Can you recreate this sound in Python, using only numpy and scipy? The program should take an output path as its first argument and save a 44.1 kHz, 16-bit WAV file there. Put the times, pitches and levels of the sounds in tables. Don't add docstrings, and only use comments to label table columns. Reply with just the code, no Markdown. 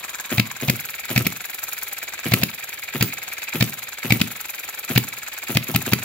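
import sys
import numpy as np
from scipy import signal
from scipy.fft import rfft, irfft, next_fast_len
from scipy.io import wavfile

SR = 44100
rng = np.random.default_rng(int(sys.argv[2]) if len(sys.argv) > 2 else 0)


def dump(signal):
    limited = np.clip(np.atleast_2d(signal).T, -1, 1)
    pcm = np.round(limited * 32767).astype(np.int16)
    wavfile.write(sys.argv[1], SR, pcm)


N = 266364


# start_s, thump_db, rocking_hz, lead_in_click_db, crack_db, clang_db
FIRINGS = [(0.381, -2.5, 118, -19, -15, -16), (0.6832, -4, 131.7, -24, -14.5, -18.5),
           (1.1614, -3, 124, -24, -13, -15), (1.2552, -13.5, 126, -24, -21, -24),
           (2.319, -3.5, 118, -24, -15, -15), (2.4218, -14, 121, -22.5, -24, -23.5),
           (3.009, -4, 117.7, -27, -14.5, -14.5), (3.6083, -2.5, 119, -24, -12, -14),
           (4.1052, -4, 119, -22, -12, -15), (4.2026, -14, 122, -24, -21, -26),
           (4.96, 0, 124.5, -18, -18, -14.5), (5.556, -2.5, 122.3, -18.5, -24, -24),
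           (5.7476, -4.5, 119, -23, -15, -23), (5.923, -6.5, 124.6, -26, -13.5, -23)]
# pitch_hz, level_db per Hz
CRACK_COLOUR = [(300, -33), (700, 7), (1300, -10), (2200, -11), (2700, 0), (3500, -1), (5000, -4.5),
                (8500, -10.5), (12000, -28), (16000, -1)]
# pitch_hz, level_db, time to fall by 60 dB in s
BENCH_MODES = [(118, -9, 0.14), (142.3, -9, 0.3), (161.8, -6, 0.096), (197, -12.5, 0.044),
               (247.8, -15, 0.16), (340, -14, 0.078), (494, -27.5, 0.028)]
# start_s, pulse_db, blast_db, treble_db, shake_db
POPS = [(0.399, -5.5, -9, -13, -43), (0.6992, -7.5, -10, -10.5, -30.5), (1.1788, -8, -11, -10.5, -23),
        (1.269, -11.5, -13.5, -12, -30.5), (2.3385, -6, -7, -8, -24), (2.4354, -9, -10, -11, -34),
        (3.0266, -9.5, -10, -12, -24.5), (3.626, -6.5, -9.5, -13, -26), (4.1241, -5.5, -7, -11.5, -24),
        (4.2163, -8, -9.5, -12.5, -29), (4.978, -8.5, -8, -8.5, -29), (5.572, -7.5, -8.5, -10, -41),
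        (5.7612, -9, -12, -11.5, -30), (5.935, -6.5, -9, -10.5, -30.5)]
# pitch_hz, level_db per Hz
BLAST_COLOUR = [(300, 0), (500, -1.5), (900, -10.5), (1500, -4.5), (2070, 3), (2610, 3.5), (3250, -2),
                (5000, -3), (6120, -16), (7410, -13.5), (9490, -21), (11800, -40), (16000, -27)]
SHAKE_COLOUR = [(60, -35), (110, 8.5), (160, -5.5), (260, -2), (400, -6), (600, -29), (1000, -20.5)]
# start_s, flutter_db, air_hiss_db
INTAKES = [(0.3194, -22.5, -29.5), (0.6255, -26, -30.5), (1.1051, -25.5, -29), (1.203, -28.5, -44),
           (2.258, -23, -32.5), (2.367, -28, -35), (2.9505, -24, -32), (3.5497, -24, -30.5),
           (4.049, -25, -32), (4.151, -28, -44), (4.904, -23.5, -29.5), (5.4969, -24.5, -29.5),
           (5.6916, -25.5, -34.5), (5.8715, -24.5, -33)]
# time_ms, level_db
VALVE_BOUNCES = [(-1.5, 9), (6.5, 11.5), (15, 7), (21, -13.5), (31, -7.5)]
# start_s, level_db
LOOSE_TICKS = [(0.3325, -23.5), (0.3494, -21), (0.649, -21), (1.1293, -21.5), (1.2231, -22), (2.284, -22),
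               (2.387, -23.5), (2.9794, -22.5), (3.5694, -26.5), (4.0703, -24), (4.1715, -21.5),
               (4.928, -26.5), (5.5207, -20), (5.7152, -20.5), (5.8918, -18.5)]
# pitch_hz, level_db per Hz
AIR_COLOUR = [(250, -7.5), (500, 2.5), (1000, -6), (2300, -1.5), (3500, -4.5), (5500, -16.5), (8000, -23),
              (10000, -18)]
# first_knock_s, last_knock_s, stroke_count, scrape_db, knock_db
COASTS = [(-0.058, 0.309, 8, -37.5, -37), (0.468, 0.614, 4, -37, -41.5), (0.759, 1.097, 8, -34.5, -41),
          (1.221, 1.221, 1, -50, -51), (1.325, 2.246, 20, -37, -41), (2.284, 2.284, 1, -33, -54),
          (2.387, 2.387, 1, -43, -46), (2.498, 2.941, 10, -35, -42), (3.089, 3.538, 10, -33.5, -40.5),
          (3.69, 4.036, 8, -36.5, -41), (4.171, 4.171, 1, -46, -53), (4.276, 4.893, 14, -36.5, -41),
          (5.04, 5.485, 10, -36, -39.5), (5.636, 5.682, 2, -37.5, -42.5), (5.819, 5.863, 2, -37, -35.5),
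          (5.99, 6.031, 2, -36.5, -39)]
# scrape_db, knock_db, tick_db
RETURN_DB = (0.85, 1.03, 3)
# scrape_db, knock_db
GROWTH_DB = (0.174, 0.2445)
# time_s, level_db
ROCKER_LEVEL = [(0, -35), (.2, -36), (.45, -38.5), (.88, -32.5), (1.2, -38), (1.42, -35), (1.7, -30.5),
                (1.95, -33.5), (2.15, -38.5), (2.5, -36), (3.1, -38.5), (3.4, -35), (3.55, -39),
                (3.72, -34), (4.02, -39.5), (4.5, -33.5), (5.1, -37), (5.4, -36.5), (5.85, -33),
                (6.04, -37)]
# time_ms, level_db, rise_ms, fall_ms
SCRAPE_STEPS = [(-3, 4, 1.8, 1.63), (-8, 5, 2.7, 1.67), (-13, -2.5, 2.3, 1.8), (15.5, -4, 6.6, 5.4)]
KNOCK_STEPS = [(-12.5, -1, 1.7, 1.9), (-6, -0.5, 1.3, 2), (-1, 9.5, 1.4, 1.52), (3.5, 6.5, 0.68, 2),
               (8, -5.5, 3, 7.7)]
TICK_STEPS = [(-11.5, -5.5, 4.1, 2.2), (-5.5, -1.5, 0.46, 1.5), (-0.5, 4, 0.38, 2.1), (2, 4, 0.39, 1.1),
              (5, 8.5, 0.28, 2), (5.5, -4, 1.5, 6.6)]
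# pitch_hz, level_db per Hz
SCRAPE_COLOUR = [(900, -25.5), (1500, -4.5), (2000, 2), (2360, 7.5), (2650, 1), (3000, -8), (3900, -4.5),
                 (5000, -8), (8000, -77.5)]
KNOCK_COLOUR = [(150, -14.5), (500, -12), (800, -2), (1100, -6.5), (1310, -3), (1650, 3.5), (2200, -17),
                (3900, -7), (5300, -11.5), (6800, -4), (7400, 1), (8900, -17), (11000, -27)]
TICK_COLOUR = [(3000, -23), (7000, -7), (9000, -15.5), (10800, -3.5), (11800, -1.5), (12600, 0),
               (13700, -5), (14750, -0.5), (16000, -5)]
# start_s, level_db, rise_ms
SQUEAKS = [(.385, -29, 8), (.69, -30, 7), (1.168, -31, 6), (2.378, -40, 14), (3.045, -37, 10),
           (3.066, -24, 11), (3.61, -35, 8), (3.668, -36, 10), (4.14, -26, 12), (4.23, -40, 8),
           (5.0, -28, 12)]
# pitch_hz, level_db per Hz
SQUEAL_COLOUR = [(14800, -45), (15170, -14), (15225, -2), (15280, -8), (15700, -48)]
# pitch_hz, width_hz, level_db above the colour
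STEEL_MODES = [(2328, 162, 2), (2554, 43, 3), (1312, 27, 7), (3884, 27, 3), (6810, 53, 7), (7260, 17, -4.5),
               (11790, 130, 7), (14640, 30, 5), (14830, 30, 4)]
# pitch_hz, likeness (1 is the same)
ALIKE = [(30, 0.59), (70, 0.87), (300, 0.86), (800, 0.72), (2000, 0.48), (5000, 0.34), (12000, 0.053)]
# pitch_hz, time to fall by 60 dB in s
ROOM_DECAY = [(100, 0.35), (500, 0.36), (3000, 0.24), (12000, 0.28)]
# pitch_hz, level_db per Hz
WHIRR_COLOUR = [(24, -47), (40, -7), (115, -6.5), (215, -13.5), (542, -4), (1120, -12.5), (1300, -6.5),
                (2320, -11.5), (2980, -3.5), (3930, -2.5), (5310, -22), (7000, -18.5), (8990, -40),
                (11600, -14), (16000, -16.5)]
RUMBLE_COLOUR = [(20, -9), (60, 5), (120, -11), (250, -32)]
# time_s, level_db
HISS_LEVEL = [(0, -50), (.2, -48), (.45, -44.5), (.65, -55), (.9, -82), (6.1, -53)]
# pitch_hz, difference_db
LEFT_OVER_RIGHT = [(60, 1), (130, 1), (290, 2.5), (640, -1), (1410, 2), (3100, 0.0), (6820, 1),
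                   (15000, 0.0)]

SLOWING_MS = 0.654
EARLY_MS = 2.2
STROKE_MS = 49.7
TOP_HZ = 15780


def firing():
    low = np.zeros(N + 2 * SR)
    t = np.arange(SR // 10) / SR
    soft_start = 1 - np.exp(-(t / .006) ** 2)
    for s, db, hz, *_ in FIRINGS:
        rock = np.sin(2 * np.pi * hz * t) * soft_start * amp(-60 * t / 0.14)
        add(low, s - .0044, amp(db - 5.5) * rock)
        add(low, s - .0005, -amp(db - 17) * thud(2.95, bright_db=4.0))
    s, _, _, click_db, crack_db, clang_db = np.transpose(FIRINGS)
    crack_swells = swells(s[:, None] + [-.0055, 0], np.c_[click_db, crack_db], [1.1, .4], [2.5, 1.6])
    crack = noise(crack_swells, CRACK_COLOUR, 2.0)
    clang = noise(swells(s + 0.0019, clang_db, 1.9, 2.9), SCRAPE_COLOUR, 2.9)
    return low[SR:SR + N] + crack + clang


def exhaust():
    low = np.zeros(N + 2 * SR)
    t = np.arange(-SR // 100, SR // 100) / SR
    swing = -np.cos(2 * np.pi * 200 * t) * np.exp(-((t - .0007) / .0036) ** 2)
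    for s, db, *_ in POPS:
        add(low, s - 1 / 100, amp(db) * swing)
        add(low, s + 0.0018, amp(db - 15.0) * thud(1.64, bright_db=3.0))
    s, _, blast_db, treble_db, shake_db = np.transpose(POPS)
    blast = noise(swells(s + 0.00016, blast_db, 1.85, 1.16), BLAST_COLOUR, 2)
    fizz = noise(swells(s + 0.0019, treble_db, 2.1, 0.88), TICK_COLOUR, 4.8)
    shake = noise(swells(s + 0.011, shake_db, 2.8, 17.2), SHAKE_COLOUR, 6.3)
    return low[SR:SR + N] + blast + fizz + shake


def intake():
    s, flutter_db, hiss_db = np.transpose(INTAKES)
    ms, step_db = np.transpose(VALVE_BOUNCES)
    bounce_s = s[:, None] + ms / 1000
    bounce_db = flutter_db[:, None] + step_db
    low = np.zeros(N + 2 * SR)
    t = np.arange(-SR // 100, SR // 100) / SR
    gulp = np.cos(2 * np.pi * 235 * t + 0.41) * np.exp(-(t / .0017) ** 2)
    for at, level in np.broadcast(bounce_s, bounce_db):
        add(low, at + 0.0021 - 1 / 100, amp(level + 1.0) * gulp)
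        add(low, at, -amp(level - 9.5) * thud(1.83, bright_db=4.0))
    seat = noise(swells(bounce_s, bounce_db - 6.5, 0.28, 0.79), AIR_COLOUR, 1.2)
    rasp = noise(swells(s + .006, hiss_db - 1.5, 9, 20), AIR_COLOUR, 3)
    hiss = noise(swells(s + 0.023, hiss_db, 40, 30.0), TICK_COLOUR, 4.2)
    loose_s, loose_db = np.transpose(LOOSE_TICKS)
    loose = noise(swells(loose_s, loose_db, 0.091, 0.99), TICK_COLOUR, 1)
    return low[SR:SR + N] + seat + rasp + hiss + loose


def valve_gear():
    s, stretch, scrape_db, knock_db, tick_db = strokes().T
    parts = [(scrape_db, SCRAPE_STEPS, SCRAPE_COLOUR, 1.2),
             (knock_db, KNOCK_STEPS, KNOCK_COLOUR, 2.5),
             (tick_db, TICK_STEPS, TICK_COLOUR, 3)]
    clatter = 0
    for db, steps, colour, grain_db in parts:
        ms, step_db, rise, fall = np.transpose(steps)
        play = rng.standard_normal((len(s), len(ms), 2))
        at_ms = stretch[:, None] * ms + 0.92 * play[..., 0]
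        level_db = db[:, None] + step_db + 1.85 * play[..., 1]
        envelope = swells(s[:, None] + at_ms / 1000, level_db, rise, fall)
        clatter = clatter + noise(envelope, colour, grain_db)
    return clatter


def strokes():
    rows = []
    for first, last, count, *levels in COASTS:
        k = np.arange(round(count))
        is_return = k % 2
        shift = (SLOWING_MS * k ** 2 / 2 - EARLY_MS * is_return) / 1000
        length = (last - first - shift[-1]) / max(k[-1], 1)
        s = first + shift + length * k
        stretch = (1000 * length + SLOWING_MS * k) / STROKE_MS if length else np.ones(1)
        tick_db = np.interp(s, *np.transpose(ROCKER_LEVEL))
        db = np.c_[levels + np.outer(k, GROWTH_DB), tick_db]
        rows.append(np.c_[s, stretch, db + np.outer(is_return, RETURN_DB)])
    return np.concatenate(rows)


def squeak():
    s, db, rise_ms = np.transpose(SQUEAKS)
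    return noise(swells(s, db, rise_ms, 0.48 * rise_ms), SQUEAL_COLOUR, 1.5)


def thud(push_ms, bright_db=0):
    t = np.arange(SR // 3) / SR
    ring = 0
    for hz, db, t60 in BENCH_MODES:
        level_db = db + bright_db * np.log2(hz / 100) + rng.normal(0, 2.5)
        pitch_hz = hz * rng.normal(1, 0.036)
        ring = ring + amp(level_db - 60 * t / t60) * np.sin(2 * np.pi * pitch_hz * t)
    push = np.hanning(max(3, round(push_ms * SR / 1000)))
    return np.convolve(ring, push / push.sum())


def noise(envelope, spectrum, grain_db, metal=1):
    hz = np.fft.rfftfreq(2 ** 11, 1 / SR)
    steel_db = sum(top_db / (1 + ((hz - mode_hz) / width) ** 2) for mode_hz, width, top_db in STEEL_MODES)
    db = along(spectrum, hz) + metal * steel_db
    cepstrum = irfft(np.log(amp(db)))
    fold = np.r_[1, np.full(2 ** 10 - 1, 2), 1, np.zeros(2 ** 10 - 1)]
    ring = irfft(np.exp(rfft(cepstrum * fold)))
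    ring = ring / np.linalg.norm(ring)
    jumps = np.repeat(rng.standard_normal(N // 2 ** 5 + 1), 2 ** 5)[:N]
    grain = amp(grain_db * jumps)
    pair = rng.standard_normal((2, N)) * envelope * grain / np.sqrt(np.mean(grain ** 2))
    return ports(pair, lambda hz: rfft(ring, 2 * len(hz) - 2))


def ports(pair, colour=lambda hz: 1):
    def response(hz):
        turn = np.arccos(np.clip(along(ALIKE, hz), -1, 1)) / 2
        return colour(hz) * np.array([np.cos(turn), np.sin(turn)])
    mid, side = filtered(pair, response)
    return np.array([mid + side, mid - side])


def swells(s, db, rise_ms, fall_ms):
    power = np.zeros(N + 2 * SR)
    t_ms = np.arange(-SR // 50, SR // 12) * 1000 / SR
    for at, level, rise, fall in np.broadcast(s, db, rise_ms, fall_ms):
        shape = np.where(t_ms < 0, np.exp(-(t_ms / rise) ** 2), np.exp(-t_ms / fall))
        add(power, at - 1 / 50, amp(2 * level) * shape)
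    return np.sqrt(power[SR:SR + N])


def add(x, s, piece):
    x[round((s + 1) * SR):][:len(piece)] += piece


def filtered(x, response):
    m = 2 * next_fast_len(N // 2 + SR // 4)
    return irfft(rfft(x, m) * response(np.fft.rfftfreq(m, 1 / SR)), m)[..., :N]


def along(points, hz):
    f, v = np.transpose(points)
    return np.interp(np.log(hz + 1), np.log(f + 1), v)


def amp(db):
    return 10 ** (np.asarray(db) / 20)


def room(x):
    hz, t, z = signal.stft(rng.standard_normal((2, SR // 2)), SR, nperseg=256)
    fade = amp(-60 * t / along(ROOM_DECAY, hz)[:, None])
    tail = ports(signal.istft(z * fade, SR, nperseg=256)[1])[:, :SR // 2]
    late = np.pad(x, ((0, 0), (300, 0)))
    return signal.fftconvolve(late, tail / np.linalg.norm(tail[0]), axes=1)[:, :N]


def background():
    hiss_db = np.interp(np.arange(N) / SR, *np.transpose(HISS_LEVEL))
    hiss = noise(amp(hiss_db), [(800, -27), (1020, -3), (1170, -5.0), (1300, -27.5)], 0.42)
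    whirr = noise(amp(-44), WHIRR_COLOUR, 5.1, metal=.3)
    rumble = noise(amp(-59.5), RUMBLE_COLOUR, 1.4)
    return whirr + hiss + rumble


def scene():
    engine = firing() + exhaust() + intake() + valve_gear() + squeak()
    return engine + amp(-14.0) * room(engine) + background()


def record(dry):
    lag_s, low_hz = 5.5e-5, 70

    def microphone(hz):
        bass = hz ** 2 / (hz ** 2 + low_hz ** 2)
        colour = amp(along(LEFT_OVER_RIGHT, hz) * np.array([[.5], [-.5]]))
        timing = np.exp(1j * np.pi * hz * lag_s * np.array([[1], [-1]]))
        return bass * colour * timing
    heard = filtered(dry, microphone)
    return filtered(np.clip(heard, -1, 1), lambda hz: hz < TOP_HZ)


dry = scene()
out = record(dry)
dump(out)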